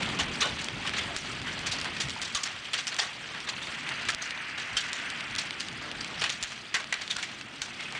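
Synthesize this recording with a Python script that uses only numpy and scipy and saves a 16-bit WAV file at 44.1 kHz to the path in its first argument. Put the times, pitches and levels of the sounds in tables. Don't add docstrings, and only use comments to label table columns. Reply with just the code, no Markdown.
import sys
import numpy as np
from scipy import signal
from scipy.fft import rfft, irfft, next_fast_len
from scipy.io import wavfile
from scipy.ndimage import uniform_filter1d

SR = 44100
rng = np.random.default_rng(int(sys.argv[2]) if len(sys.argv) > 2 else 0)


def materialize(psi):
    bounded = np.clip(np.atleast_2d(psi).T, -1, 1)
    quanta = np.round(bounded * 32767).astype(np.int16)
    wavfile.write(sys.argv[1], SR, quanta)


N = 352359
TIME = np.arange(N) / SR


def from_db(db):
    return 10 ** (np.asarray(db) / 20)


def rms_one(x):
    return x / np.sqrt(np.mean(x ** 2) + 1e-20)


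def curve(rows, s=TIME):
    return np.interp(s, *np.transpose(rows))


def add(out, s, sound):
    at = int(np.clip(round(s * SR), 0, N - 1))
    out[at:at + len(sound)] += sound[:N - at]


def butter(x, hz, kind, order=2):
    sections = signal.butter(order, np.clip(hz, 10, .45 * SR), kind, fs=SR, output="sos")
    return signal.sosfilt(sections, x)


def coloured(x, spectrum):
    size = next_fast_len(2 * (len(x) // 2 + 4096), real=True) * 2
    octave = np.log2(np.maximum(np.fft.rfftfreq(size, 1 / SR), 1))
    hz, db = np.transpose(spectrum)
    outside = np.abs(octave - np.clip(octave, np.log2(hz[0]), np.log2(hz[-1])))
    gain = from_db(np.interp(octave, np.log2(hz), db) - 12 * outside)
    cepstrum = irfft(np.log(gain))
    cepstrum[1:size // 2] *= 2
    cepstrum[size // 2 + 1:] = 0
    return rms_one(irfft(rfft(x, size) * np.exp(rfft(cepstrum)))[:len(x)])


def drift(rate_hz):
    step, run_in = 40, 2000
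    pole = np.exp(-2 * np.pi * rate_hz * step / SR)
    noise = rng.standard_normal(N // step + run_in + 2)
    slow = signal.lfilter([1], [1, -2 * pole, pole * pole], noise)[run_in:]
    return np.interp(np.arange(N) / step, np.arange(len(slow)), rms_one(slow))


def ring(x, hz, t60):
    radius, angle = from_db(-60 / (t60 * SR)), 2 * np.pi * hz / SR
    return signal.lfilter([1, 0, -1], [1, -2 * radius * np.cos(angle), radius * radius], x + 1e-18)


def impacts(per_s, spread_db):
    sizes = from_db(spread_db * np.minimum(rng.exponential(1, N), 5)) * rng.choice([-1, 1], N)
    return rms_one(sizes * (rng.random(N) < per_s / SR))


def rainfall(spectrum, per_s, spread_db, near_db, flutter_db):
    drops = rng.standard_normal(N) + from_db(near_db) * impacts(per_s, spread_db)
    return rms_one(coloured(drops, spectrum) * from_db(flutter_db * drift(43)))


# (time [s], level [dB])
ROOF_LEVEL = [(0, -39.5), (.65, -44), (2.07, -46), (2.2, -50), (2.6, -55.5), (4, -49), (4.3, -53.5),
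              (6.05, -48), (6.6, -54.5), (7.99, -50.5)]
# (frequency [Hz], level [dB])
ROOF_EQ = [(70, -8.5), (110, -5), (150, 0.5), (240, 2), (350, -3), (520, -9.5), (1000, -32)]


def roof():
    drumming = rainfall(ROOF_EQ, per_s=320, spread_db=-.5, near_db=-8, flutter_db=.35)
    return from_db(curve(ROOF_LEVEL)) * drumming


# (frequency [Hz], level [dB])
PATTER_EQ = [(250, -15.5), (450, -8.5), (650, -1.5), (950, -1), (1300, -4.5), (1900, -18.5), (3500, -40)]


def patter():
    return rainfall(PATTER_EQ, per_s=700, spread_db=1, near_db=-1, flutter_db=3)


# (frequency [Hz], level [dB])
WASH_EQ = [(800, -25.5), (1200, 0), (1550, 2), (2000, 4), (2600, 4.5), (3300, 3), (4300, -10.5),
           (6000, -57), (9000, -45)]


def wash():
    return rainfall(WASH_EQ, per_s=1500, spread_db=2.2, near_db=-5.5, flutter_db=1)


def drips(per_s, spread_db, cycles):
    clicks, pitches = impacts(per_s, spread_db), np.geomspace(650, 3700, 28)
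    pitch_index = rng.integers(0, len(pitches), N)
    return rms_one(sum(ring(clicks * (pitch_index == k), hz, cycles / hz) * (hz / 2000)
                       for k, hz in enumerate(pitches)))


TREBLE_FLICKER_EDGES = (2500, 4500, 5200, 5900, 6600, 7300, 8200, 9200, 10500)


def flickering(x, flicker_db, rate_hz):
    bands = zip(TREBLE_FLICKER_EDGES, TREBLE_FLICKER_EDGES[1:])
    return rms_one(sum((-1) ** k * butter(x, band, "band") * from_db(flicker_db * drift(rate_hz))
                       for k, band in enumerate(bands)))


# (frequency [Hz], level [dB])
SPRAY_EQ = [(2500, -46.5), (4000, 15.5), (5000, 12), (6800, 3.5), (8300, 2.5), (10000, -7.5)]


def spray():
    drops = coloured(rng.standard_normal(N) + .8 * impacts(per_s=1000, spread_db=2), SPRAY_EQ)
    return rms_one(flickering(drops, flicker_db=3.4, rate_hz=40) * from_db(2.3 * drift(40)))


# (pitch [Hz], t60 [s], level against the patter [dB])
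GUTTER_MODES = [(133.7, 0.1, -8.5), (580, 0.56, -15.5)]


def gutter():
    return sum(from_db(db) * rms_one(ring(rng.standard_normal(N), hz, t60))
               for hz, t60, db in GUTTER_MODES)


# (time [s], level [dB])
SHOWER = [(0.0, -37.5), (0.31, -40), (0.71, -43.5), (1.0, -40), (1.44, -43), (1.8, -40.5), (2.74, -46),
          (2.89, -46), (3.29, -44.5), (3.96, -41.5), (4.56, -47), (4.83, -42.5), (5.78, -45.5),
          (6.21, -42.5), (6.74, -49), (6.99, -46.5), (7.48, -48), (7.99, -44)]


def rain():
    shower_db, roof_db = curve(SHOWER), curve(ROOF_LEVEL)
    patter_db = shower_db - 7.5 + .21 * (roof_db - roof_db.mean())
    drumming = roof()
    water = from_db(patter_db) * patter()
    water += from_db(shower_db + 2) * wash()
    water += wet_path()
    water += from_db(shower_db - 4.5) * drips(per_s=300, spread_db=2.4, cycles=43)
    water += from_db(shower_db - 5) * spray()
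    ringing = from_db(patter_db) * gutter()
    return drumming + ringing + water * from_db(.5 * drift(49))


# (frequency [Hz], level [dB])
WIND_EQ = [(20, -31), (40, -4.5), (62, -5), (100, 0.5), (135, -1.5), (220, -17)]
# (time [s], level [dB], half length [s])
GUSTS = [(.17, -42.5, 0.2), (0.54, -40.5, 0.031), (0.744, -43.5, 0.042), (1.4, -55, .03),
         (1.623, -41, 0.022), (2.065, -38, 0.023), (3.6, -59, .15), (4.086, -52, 0.065),
         (4.752, -48.5, .03), (5.34, -50, 0.088), (5.778, -54, 0.094), (5.99, -49, 0.044), (6.2, -48, .06),
         (7.65, -71, 0.054)]


def wind(breeze_db, sheltered_db, turn_s, turn_length_s):
    turned = np.clip((TIME - turn_s) / turn_length_s + .5, 0, 1)
    breeze = from_db(breeze_db + (sheltered_db - breeze_db) * turned + 1.4 * drift(9.1))
    gusts = sum(from_db(db) * np.exp(-((TIME - s) / half) ** 2) for s, db, half in GUSTS)
    return np.hypot(breeze, gusts) * coloured(rng.standard_normal(N), WIND_EQ)


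def stray_hits(per_s, over_shower_db, centre_hz, spread_octaves):
    times = np.flatnonzero(rng.random(N) < per_s / SR) / SR
    chances = np.clip(rng.standard_normal((len(times), 2)), -2, 2)
    return [(s, curve(SHOWER, s) + over_shower_db + 1.5 * size, centre_hz * 2 ** (spread_octaves * pitch))
            for s, (size, pitch) in zip(times, chances)]


# (frequency [Hz], level [dB])
STONE_EQ = [(150, -20), (400, -7), (600, -4.5), (850, -4.5), (1200, 0), (1900, 6.5), (3200, 6.5),
            (4500, 1.5), (7000, -6), (8300, -12.5), (10000, -22)]


def stone_textures(low_hz, high_hz):
    grit = coloured(impacts(per_s=5000, spread_db=2.5) + .65 * rng.standard_normal(N), STONE_EQ)
    smooth = coloured(rng.standard_normal(N), STONE_EQ)
    crossover = [(low_hz, "low"), ([low_hz, high_hz], "band"), (high_hz, "high")]
    fragments, echoes = np.array([[rms_one(butter(x, hz, kind, order=4)) for hz, kind in crossover]
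                                  for x in (grit, smooth)])
    fragments[2] = flickering(fragments[2], flicker_db=3.8, rate_hz=70)
    fragments *= from_db([lumps_db * drift(60) for lumps_db in (1.5, 1.7, 2.5)])
    return fragments, echoes


def surface(fragments, hz, ring_t60, others_db):
    others = np.exp(rng.uniform(np.log(1000), np.log(7200), 4))
    weaker = rms_one(sum(rms_one(ring(fragments, f, ring_t60)) * (f / 2500) ** -.3 for f in others))
    return rms_one(ring(fragments, hz, ring_t60)) + from_db(others_db) * weaker


def tick(hz, cycles, splash_db, splash_t60):
    t = np.arange(SR // 40) / SR
    contact = (t == 0) + from_db(splash_db - 60 * t / splash_t60) * rng.standard_normal(len(t))
    snap = butter(ring(contact, hz, cycles / hz), min(2.9 * hz, 8600), "low")
    return snap / np.abs(snap).max() * rng.choice([-1, 1])


# (time [s], level [dB], brightness [dB], rise [s], scatter [s], t60 [s], ring pitch [Hz])
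HAILSTONES = [(.018, -32, -5.5, 0.012, 0.005, 0.034, 2260), (.187, -26.5, -5.5, 0.016, .008, 0.11, 2940),
              (0.404, -30, 0.5, 0.0036, 0.05, 0.16, 3800), (0.416, -30.5, -12, 0.0054, 0.029, 0.13, 1470),
              (.584, -35, -5, 0.0049, .005, 0.38, 2560), (0.849, -34.5, -36, 0.0014, 0.0055, 0.093, 980),
              (.864, -33, -6, .001, .002, 0.025, 2200), (.871, -31.5, -2, .002, .005, .05, 2980),
              (0.9348, -30.5, -14, .001, .003, 0.19, 2330), (.963, -37, -0.5, .003, .008, 0.092, 3900),
              (.982, -30.5, -8, .001, .005, 0.056, 3170), (1.163, -27, 0, .001, .004, 0.18, 7500),
              (1.455, -36.5, -25, 0.025, .005, 0.74, 1770), (1.6635, -31.5, 2.5, .001, .004, 0.1, 5100),
              (1.711, -36.5, 1.5, 0.014, 0.028, 0.079, 3900),
              (1.784, -34.5, -3, 0.00085, 0.0036, 0.043, 4500),
              (1.85, -32.5, -17, 0.0024, .005, 0.15, 1690), (1.964, -34.5, -11, .002, 0.0044, 0.054, 2570),
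              (2, -29, -1, 0.0038, .005, 0.14, 4900), (2.216, -34.5, 0, 0.0042, .005, 0.34, 3080),
              (2.348, -27, 1.5, 0.0011, 0.015, 0.15, 6550), (2.432, -30.5, 3, .005, 0.0027, 0.042, 6630),
              (2.453, -36, -8, 0.0027, .008, 0.59, 4160), (2.732, -30.5, -3.5, 0.0011, .008, 0.25, 3080),
              (2.74, -33, 2, 0.00088, .002, .035, 2280), (2.776, -31.5, -2, 0.0098, 0.0045, 0.097, 2880),
              (2.869, -32, -2, 0.0023, 0.0068, .14, 2970), (2.915, -37, -24, 0.011, .005, 0.26, 4300),
              (2.984, -28.5, 0, 0.0054, 0.0043, .09, 1830), (2.996, -29, -2, 0.0051, .022, 0.21, 2700),
              (3.02, -41, -11, .002, 0.003, .16, 3700), (3.34, -40, -40, 0.0073, .005, 0.3, 2000),
              (3.469, -37, -25, 0.0047, 0.0046, .083, 3660), (3.486, -35.5, 3, .002, .007, .053, 3300),
              (3.577, -38.5, -23, 0.0016, .004, 0.075, 2280), (3.615, -43, -1.5, 0.0032, .005, 0.26, 3540),
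              (3.668, -38, -42, .004, .005, 0.21, 2110), (3.908, -37, -31, 0.013, .005, 0.09, 1770),
              (4.086, -23.5, -7, 0.00075, .003, 0.062, 2400), (4.101, -39, -1, 0.00089, .004, 0.24, 2880),
              (4.217, -38.5, 0, .004, .005, 0.11, 3240), (4.576, -35, -7, .002, .005, 0.38, 3780),
              (4.7667, -27, -1.5, .001, .005, 0.11, 3160), (4.774, -26.5, -3.5, .002, .018, 0.23, 2500),
              (4.93, -29.5, -6, .001, .003, 0.29, 7060), (5.381, -31, -1.5, 0.0036, .005, 0.18, 3150),
              (5.598, -36.5, 2.5, 0.002, .005, 0.11, 4960), (5.806, -44.5, -52, 0.017, .005, 0.84, 1320),
              (6.005, -33.5, -4, 0.0043, .005, 0.019, 4650),
              (6.212, -25.5, -3.5, 0.0057, .004, 0.074, 2740), (6.2375, -25.5, -3, .001, .005, 0.066, 2470),
              (6.258, -34.5, -16, 0.0046, .01, .16, 2600), (6.294, -38.5, 0.5, .001, .005, .3, 1950),
              (6.427, -25.5, -2.5, .001, 0.0026, 0.2, 7150), (6.517, -38.5, -6, 0.0022, 0.0046, 0.11, 2400),
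              (6.741, -25.5, -2.5, .001, .005, 0.16, 1910), (6.751, -31, -8, .001, .002, 0.032, 2600),
              (6.798, -34.5, -14, .003, .005, .09, 2400), (6.925, -20, -7, 0.0007, .0015, 0.031, 2030),
              (6.937, -29, -9, 0.0014, .003, 0.18, 2300), (7.011, -37.5, -3, 0.0027, .005, 0.22, 2300),
              (7.098, -32, -2.5, .011, .003, 0.16, 3650), (7.162, -32, -5, 0.0011, .004, 0.082, 1470),
              (7.18, -39.5, -5, .003, .008, 0.6, 1440), (7.227, -30.5, 1, 0.0012, 0.0013, 0.052, 2000),
              (7.616, -28.5, -5, 0.0018, 0.0044, 0.19, 6500), (7.797, -39, -14, 0.003, .005, 0.31, 2520),
              (7.949, -38, -19, .001, .005, 0.2, 2200)]


def hail(ring_db, clack_t60, yard_db, yard_t60, crack_db, treble_db):
    fragments, echoes = stone_textures(low_hz=1400, high_hz=4500)
    strays = stray_hits(per_s=3, over_shower_db=-3.5, centre_hz=2500, spread_octaves=.5)
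    small_stones = [(s, db, -11, .0023, .0083, .093, hz) for s, db, hz in strays]
    out = np.zeros(N)
    for s, level_db, bright_db, rise, scatter, t60, hz in HAILSTONES + small_stones:
        at = int(np.clip(s * SR, 0, N - 100))
        t = np.arange(min(SR // 2, N - at)) / SR
        body_db = -12 - .26 * bright_db
        band_gains = from_db([body_db, crack_db, bright_db + treble_db])
        swell = np.minimum(t / (rise + .003), 1) ** .6
        age = np.hypot(np.maximum(t - rise, 0), scatter) - scatter
        rattle = band_gains @ fragments[:, at:at + len(t)] * from_db(-60 * age / t60)
        ringing = surface(rng.standard_normal(len(t)), hz, ring_t60=.012, others_db=-8)
        clack = ringing * from_db(ring_db - 60 * age / min(t60, clack_t60))
        yard = band_gains @ echoes[:, at:at + len(t)] * from_db(yard_db - 60 * age / yard_t60)
        snap = tick(hz=2800, cycles=2.4, splash_db=-24, splash_t60=.018)
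        add(out, s, from_db(level_db) * swell * (rattle + clack + yard))
        add(out, s + rise, from_db(level_db + 5.5) * snap)
    return out


# (time [s], peak [dB], pitch [Hz])
CLOSE_DROPS = [(.0726, -27, 1800), (.1897, -18, 2700), (.644, -17.5, 5350), (0.6854, -15.5, 2240),
               (.8942, -15.5, 2250), (1.417, -24.5, 3100), (1.5915, -19.5, 2960), (1.662, -22, 2800),
               (1.6707, -23, 4500), (1.7246, -23, 3180), (1.801, -22, 3400), (1.814, -15.5, 4000),
               (1.8454, -16.5, 2890), (2.0091, -17, 4100), (2.086, -23, 4000), (2.0962, -18, 3650),
               (2.105, -17.5, 3700), (2.217, -17, 3600), (2.475, -18, 2860), (2.7339, -12, 2900),
               (2.8695, -17.5, 3800), (2.9443, -19.5, 5230), (2.9659, -19, 3300), (3.404, -23, 2800),
               (3.891, -17, 3230), (4.0527, -23.5, 3300), (4.0885, -20, 2080), (4.1031, -12, 3900),
               (4.3078, -17, 2600), (4.9312, -8, 4700), (5.1021, -19.5, 3500), (5.2077, -20, 2200),
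               (5.352, -17.5, 3630), (5.362, -15, 2920), (5.3863, -16, 3000), (5.396, -22, 3600),
               (5.508, -16.5, 2190), (5.606, -15, 3500), (5.6857, -20.5, 3280), (5.915, -19.5, 2800),
               (6.0457, -19, 2600), (6.2948, -18, 3000), (6.301, -16, 4000), (6.843, -21, 2360),
               (6.928, -13.5, 3300), (6.9415, -11, 3400), (7.0782, -20.5, 2700), (7.113, -19, 3800),
               (7.2294, -30, 3270), (7.412, -22.5, 2600), (7.808, -24, 3000), (7.9244, -22.5, 3840)]


def close_drops():
    out = np.zeros(N)
    faint = stray_hits(per_s=4, over_shower_db=14, centre_hz=2400, spread_octaves=.4)
    for s, db, hz in CLOSE_DROPS + faint:
        add(out, s, from_db(db) * tick(hz, cycles=3.2, splash_db=-18, splash_t60=.012))
    return out


# (time [s], level [dB])
EAVES_HITS = [(0.19, -39), (0.419, -32), (2.997, -39.5), (6.215, -43), (6.745, -44)]
# (pitch [Hz], level [dB], t60 [s])
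EAVES_MODES = [(423, 0, 0.28), (633, -10, 0.23), (690, 3.5, 0.24), (834, 5, 0.3), (1120, 9, 0.29),
               (1470, -13, 0.5)]


def eaves(trim_db, mode_t60, attack_s):
    out, t = np.zeros(N), np.arange(SR // 2) / SR
    attack = 1 - np.exp(-t / attack_s)
    for s, db in EAVES_HITS:
        for hz, mode_db, t60 in EAVES_MODES:
            shaken = rms_one(ring(rng.standard_normal(len(t)), hz, mode_t60))
            add(out, s, from_db(db + mode_db + trim_db - 60 * t / t60) * attack * shaken)
    return out


# (time [s], level [dB], pitch [Hz], width [Hz], t60 [s])
PINGS = [(.198, -28, 2990, 57, 0.14), (.2, -32, 3270, 46, 0.16), (0.421, -23, 1457, 42, 0.18),
         (.422, -22, 3610, 62, .17), (.42, -21.5, 2960, 35, 0.18), (0.421, -22, 4000, 90, 0.16),
         (.424, -31, 2380, 40, 0.22), (.44, -28, 580, 33, .2), (.875, -26, 3050, 200, .05),
         (.983, -25, 2120, 150, 0.1), (.985, -28, 3450, 200, 0.17), (1.105, -35, 693, 58, 0.19),
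         (2.161, -31.5, 884, 90, 0.12), (2.352, -26, 1186, 70, 0.23), (2.651, -32, 3200, 170, 0.12),
         (2.992, -28.5, 745, 12, 0.14), (2.994, -24.5, 1900, 36, 0.17), (2.998, -17, 3340, 93, 0.086),
         (3.622, -32, 3600, 150, 0.13), (4.088, -25, 1370, 40, 0.083), (4.088, -18.5, 1800, 140, 0.065),
         (4.768, -13, 3170, 36, 0.095), (6.216, -30, 2680, 260, .1), (6.24, -23, 2950, 120, .15),
         (6.239, -27, 1820, 66, 0.14), (6.743, -25.5, 1574, 110, 0.21), (6.746, -21, 2012, 130, .12),
         (6.924, -25, 1930, 137, 0.2), (7.108, -22.5, 3380, 360, 0.078), (7.182, -30, 1440, 81, 0.11),
         (7.228, -26, 2080, 170, 0.084), (7.792, -32, 2130, 78, .15), (7.852, -31, 2550, 100, 0.11),
         (7.949, -27, 2190, 85, 0.12)]


def pings(trim_db, attack_s):
    out, t = np.zeros(N), np.arange(SR // 4) / SR
    for s, db, hz, width_hz, t60 in PINGS:
        mode_t60 = np.log(1000) / (np.pi * width_hz)
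        shaken = ring(rng.standard_normal(2 * len(t)), hz, mode_t60)[len(t):]
        envelope = (1 - np.exp(-t / attack_s)) * from_db(-60 * t / t60)
        as_loud_as_sine = np.linalg.norm(envelope) / np.linalg.norm(envelope * shaken) / np.sqrt(2)
        add(out, s, from_db(db + trim_db) * as_loud_as_sine * envelope * shaken)
    return out


# (time [s], thump level [dB], click peak [dB])
CAMERA_HITS = [(1.1648, -28, -7), (2.349, -30, -11.5), (4.1479, -34, -8), (6.213, -42, -20),
               (6.427, -38, -9.5), (6.438, -32, -8), (6.742, -49, -14), (7.167, -44, -12),
               (7.6193, -38, -9)]


def camera_knocks(thump_hz, thump_t60):
    out, t = np.zeros(N), np.arange(SR // 4) / SR
    thump = np.cos(2 * np.pi * thump_hz * t) * from_db(-60 * t / thump_t60)
    for s, thump_db, click_db in CAMERA_HITS:
        add(out, s, from_db(thump_db) * butter(thump, 400, "low", order=1))
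        add(out, s, from_db(click_db) * tick(hz=4160, cycles=3.8, splash_db=-51, splash_t60=.008))
    return out


# (time [s], level [dB])
PATH_LEVEL = [(3.4, -66), (3.9, -38.5), (5.1, -39.5), (5.5, -43), (5.9, -56)]
# (frequency [Hz], level [dB])
PATH_EQ = [(1100, -9.5), (1500, -0.5), (1950, 0), (2450, -1.5), (2900, -3.5), (3800, -36)]


def wet_path():
    splashing = rainfall(PATH_EQ, per_s=2200, spread_db=0, near_db=0, flutter_db=1)
    return from_db(curve(PATH_LEVEL)) * splashing


def scene():
    mix = rain() + wind(breeze_db=-50, sheltered_db=-62.5, turn_s=2.17, turn_length_s=.28)
    mix += hail(ring_db=-1, clack_t60=.035, yard_db=-25.5, yard_t60=.4, crack_db=-3, treble_db=-.87)
    mix += pings(trim_db=-.5, attack_s=.0016)
    mix += eaves(trim_db=-5, mode_t60=.043, attack_s=.0026)
    mix += close_drops()
    mix += camera_knocks(thump_hz=42, thump_t60=.046)
    return mix[None]


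def limiter(x, ceiling_db, release_db_per_s):
    over_db = np.maximum(20 * np.log10(np.abs(x).max(axis=0) + 1e-9) - ceiling_db, 0)
    ramp = release_db_per_s * TIME
    cut_db = np.maximum.accumulate(over_db + ramp) - ramp
    return x * from_db(-uniform_filter1d(cut_db, size=9))


def record(dry):
    converter = signal.ellip(10, .2, 70, 10000, fs=SR, output="sos")
    high_cut = signal.ellip(12, .2, 80, 15600, fs=SR, output="sos")
    heard = signal.sosfilt(converter, limiter(dry, ceiling_db=-15, release_db_per_s=112))
    mirror = from_db(-28.5) * heard * (-1) ** np.arange(N)
    hiss = from_db(-80.5) * rng.standard_normal(N)
    return signal.sosfilt(high_cut, heard + mirror + hiss)


dry = scene()
out = record(dry)
materialize(out)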